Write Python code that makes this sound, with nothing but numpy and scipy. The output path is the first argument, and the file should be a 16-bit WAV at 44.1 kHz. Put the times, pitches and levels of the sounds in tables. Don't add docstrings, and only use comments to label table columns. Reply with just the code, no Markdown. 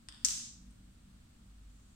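import sys
import numpy as np
from scipy import signal
from scipy.fft import rfft, irfft, next_fast_len
from scipy.io import wavfile

SR = 44100
rng = np.random.default_rng(int(sys.argv[2]) if len(sys.argv) > 2 else 0)


def generate_wav(signal):
    frames = np.transpose(np.atleast_2d(signal))
    scaled = np.clip(frames, -1, 1) * 32767
    pcm = np.round(scaled).astype(np.int16)
    wavfile.write(sys.argv[1], SR, pcm)


N = 85995


# f/Hz, relative level/dB
POP_SPECTRUM = [(200, -38.5), (600, -30.5), (1200, -19.5), (2200, -21), (3400, -14.5), (4500, -9.5),
                (5700, 2), (6800, 1), (8200, -3), (9200, -10.5), (10500, -20.5), (13000, -23.5),
                (16000, -31)]
def pop():
    return in_room(amp(1.5) * pulse(POP_SPECTRUM), start_s=.2479, walls_db=-2.5, reverb_db=3)


# f/Hz, relative level/dB, T60/s
PART_MODES = [(1400, -8, .003), (1850, -6, .005), (3580, -1, .006), (5000, 4, .0038), (8350, 0, .003)]
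# f/Hz, relative level/dB
CONTACT_SPECTRUM = [(200, -36.5), (550, -20), (1100, -5.5), (4200, 6), (8500, 10.5), (16000, -40)]
def click():
    impact = ring(PART_MODES) + amp(-10) * pulse(CONTACT_SPECTRUM)
    passband = signal.butter(4, [868, 9600], "bandpass", fs=SR, output="sos")
    radiated = signal.sosfilt(passband, impact)
    return in_room(amp(-19.5) * radiated, start_s=.0867, walls_db=-8, reverb_db=-1.5)


def tick(hz=8410, t60_s=.0073):
    return in_room(amp(-42.5) * ring([(hz, 0, t60_s)]), start_s=.708, walls_db=-5.5, reverb_db=-3.5)


def pulse(spectrum, size=4096):
    magnitude = gain(spectrum, np.fft.rfftfreq(size, 1 / SR))
    cepstrum = irfft(np.log(magnitude))
    cepstrum[1:size // 2] *= 2
    cepstrum[size // 2 + 1:] = 0
    pressure = irfft(np.exp(rfft(cepstrum)))
    return np.pad(pressure, (0, N - size)) / np.linalg.norm(pressure)


def ring(modes):
    t = np.arange(N) / SR
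    x = sum(amp(db - 60 * t / t60) * np.sin(2 * np.pi * hz * t) for hz, db, t60 in modes)
    return x / np.linalg.norm(x)


def in_room(x, start_s, walls_db, reverb_db):
    direct = filtered(x, lambda hz: np.array([delay(hz, 0), amp(-3.5) * delay(hz, .0004)]))
    reflected = amp(walls_db) * (near_reflections(x) + far_reflections(x))
    tail_response = amp(walls_db) * scatter() + amp(reverb_db) * reverberation()
    tails = signal.fftconvolve(x[None], tail_response, axes=1)[:, :N]
    return np.pad(direct + reflected + tails, ((0, 0), (round(start_s * SR), 0)))[:, :N]


NEAR_DELAYS = [.0005, .0025, .003, .0075, .0154]
# left relative level/dB, right relative level/dB, right lag t/s
NEAR_RETURNS = [(-9, -15, .0006), (-9, -14, .0005), (-2, -6, .0002), (-7, -10, .0001), (-8, -15, .0005)]
def near_reflections(x):
    smeared = filtered(x, lambda hz: 1 - 2 * resonance(hz, centre_hz=6400, width_hz=2000))
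    return reflect(smeared, NEAR_DELAYS, NEAR_RETURNS)


FAR_DELAYS = [.0381, .06]
# left relative level/dB, right relative level/dB, right lag t/s
FAR_RETURNS = [(-6.5, -12, 0.00037), (-8, -16, 0.00026)]
# f/Hz, relative level/dB
FAR_SPECTRUM = [(500, -10.5), (1000, -14), (2300, -3), (3400, 7.5), (4600, 9), (6500, -6.5), (12000, 10)]
def far_reflections(x):
    return reflect(coloured(x, FAR_SPECTRUM), FAR_DELAYS, FAR_RETURNS)


def reflect(x, delays_s, returns):
    return filtered(x, lambda hz: sum(
        np.array([amp(left_db) * delay(hz, s), amp(right_db) * delay(hz, s + lag_s)])
        for s, (left_db, right_db, lag_s) in zip(delays_s, returns)))


# f/Hz, relative level/dB
SCATTER_SPECTRUM = [(500, -1), (1100, -5), (3400, -0.5), (4600, 0), (6500, -1)]
def scatter(t60_s=.06):
    return amp(2) * coloured(diffuse([(1, t60_s)], rise_s=.002), SCATTER_SPECTRUM)


# f/Hz, T60/s before the decay steepens
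REVERB_TIMES = [(300, 1), (1500, 0.61), (4000, 0.8), (6200, 0.78), (8200, 0.68), (11000, 0.46),
                (15000, .48)]
# f/Hz, relative level/dB
REVERB_SPECTRUM = [(300, -6.5), (1200, -2.5), (3000, 1), (4500, -2.5), (5800, -8), (8000, -3.5),
                   (14000, -1)]
def reverberation(rise_s=.026, linger_t60_s=1.0):
    broad = coloured(diffuse(REVERB_TIMES, rise_s), REVERB_SPECTRUM)
    slow_tail = diffuse([(1, linger_t60_s)], rise_s)
    linger = filtered(slow_tail, lambda hz: resonance(hz, centre_hz=6180, width_hz=330))
    return broad + amp(-11) * linger


def diffuse(t60, rise_s, knee_s=.22, drop_db_per_s=54):
    hz, frame_s, bands = signal.stft(rng.standard_normal((2, N)), SR, nperseg=256)
    decay = amp(-60 * frame_s / along(t60, hz)[:, None])
    tail = signal.istft(bands * decay, SR, nperseg=256)[1][:, :N]
    t = np.arange(N) / SR
    tail *= 1 - np.exp(-t / rise_s)
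    tail *= amp(-drop_db_per_s * np.maximum(t - knee_s, 0))
    return tail / np.linalg.norm(tail, axis=1, keepdims=True)


# f/Hz, relative level/dB
RUMBLE_SPECTRUM = [(20, -11), (31, -8), (39, -8), (49, 7), (62, -5.5), (79, -8), (105, -7.5), (140, -11),
                   (175, -20), (300, -27), (400, -29), (700, -31), (2000, -79.5)]
DRONE_SPECTRUM = [(60, -45), (150, -10.5), (168, -27), (188, 5.5), (208, -8.5), (232, 2), (270, -9),
                  (310, -8), (370, -50.5), (600, -69.5)]
# f/Hz, coefficient
LOW_CORRELATION = [(40, 1), (70, 0.99), (120, 1), (250, 0.83), (500, -0.36)]
# t/s, rms level/dB
DRONE_ENVELOPE = [(0, -65.5), (.4, -61.5), (.75, -64), (1.0, -68), (1.15, -64.5), (1.3, -67.5),
                  (1.95, -68.5)]
# f/Hz, rms level/dB
HUM_LINES = [(49.5, -69), (190, -75)]
def room_tone():
    t = np.arange(N) / SR
    rumble = amp(-58.5) * noise(RUMBLE_SPECTRUM, LOW_CORRELATION)
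    hum = sum(amp(db) * np.sqrt(2) * np.sin(2 * np.pi * (hz * t + rng.random())) for hz, db in HUM_LINES)
    drone_db = np.interp(t, *np.transpose(DRONE_ENVELOPE))
    return rumble + hum + amp(drone_db) * noise(DRONE_SPECTRUM, LOW_CORRELATION)


# f/Hz, relative level/dB
HISS_SPECTRUM = [(30, 8.5), (400, -1), (700, -1.5), (1000, 1), (1350, 3), (2000, -1.5), (3300, -0.5),
                 (4500, -1.5), (5600, -5), (7000, -3), (8200, 1), (9200, -5.5), (10300, -11.5),
                 (15500, -14)]
FIZZ_SPECTRUM = [(4000, -31), (5800, -9), (6800, -3), (8100, -4), (9200, -16), (12000, -42.5)]
# f/Hz, coefficient
HISS_CORRELATION = [(250, 0.41), (520, -0.46), (1000, .1), (2000, -0.062), (10000, -0.048)]
def hiss_and_fizz(fizz_start_s=1.63, fizz_rise_s=.13):
    t = np.arange(N) / SR
    hiss = amp(-69.5) * noise(HISS_SPECTRUM, HISS_CORRELATION)
    fade_in = np.clip((t - fizz_start_s) / fizz_rise_s, 0, 1)
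    return hiss + amp(-76.5) * fade_in * noise(FIZZ_SPECTRUM, HISS_CORRELATION)


def noise(spectrum, correlation):
    def mid_side_gains(hz):
        angle = np.arccos(np.clip(along(correlation, hz), -1, 1)) / 2
        return gain(spectrum, hz) * [np.cos(angle), np.sin(angle)]
    mid, side = filtered(rng.standard_normal((2, N)), mid_side_gains)
    stereo = np.array([mid + side, mid - side])
    return stereo / np.sqrt(np.mean(stereo ** 2) + 1e-20)


def amp(db):
    return 10 ** (np.asarray(db) / 20)


def along(points, hz):
    f, values = np.transpose(points)
    return np.interp(np.log(hz + 1), np.log(f + 1), values)


def gain(spectrum, hz):
    return amp(along(spectrum, hz))


def delay(hz, s):
    return np.exp(-2j * np.pi * hz * s)


def resonance(hz, centre_hz, width_hz):
    return 1j * hz * width_hz / (centre_hz ** 2 - hz ** 2 + 1j * hz * width_hz)


def filtered(x, response):
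    size = next_fast_len(N + SR // 2)
    hz = np.fft.rfftfreq(size, 1 / SR)
    return irfft(rfft(x, size) * response(hz), size)[..., :N]


def coloured(x, spectrum):
    return filtered(x, lambda hz: gain(spectrum, hz))


def scene():
    return click() + pop() + tick() + room_tone() + hiss_and_fizz()


def record(dry, top_hz=16000):
    return filtered(dry, lambda hz: hz < top_hz)


dry = scene()
out = record(dry)
generate_wav(out)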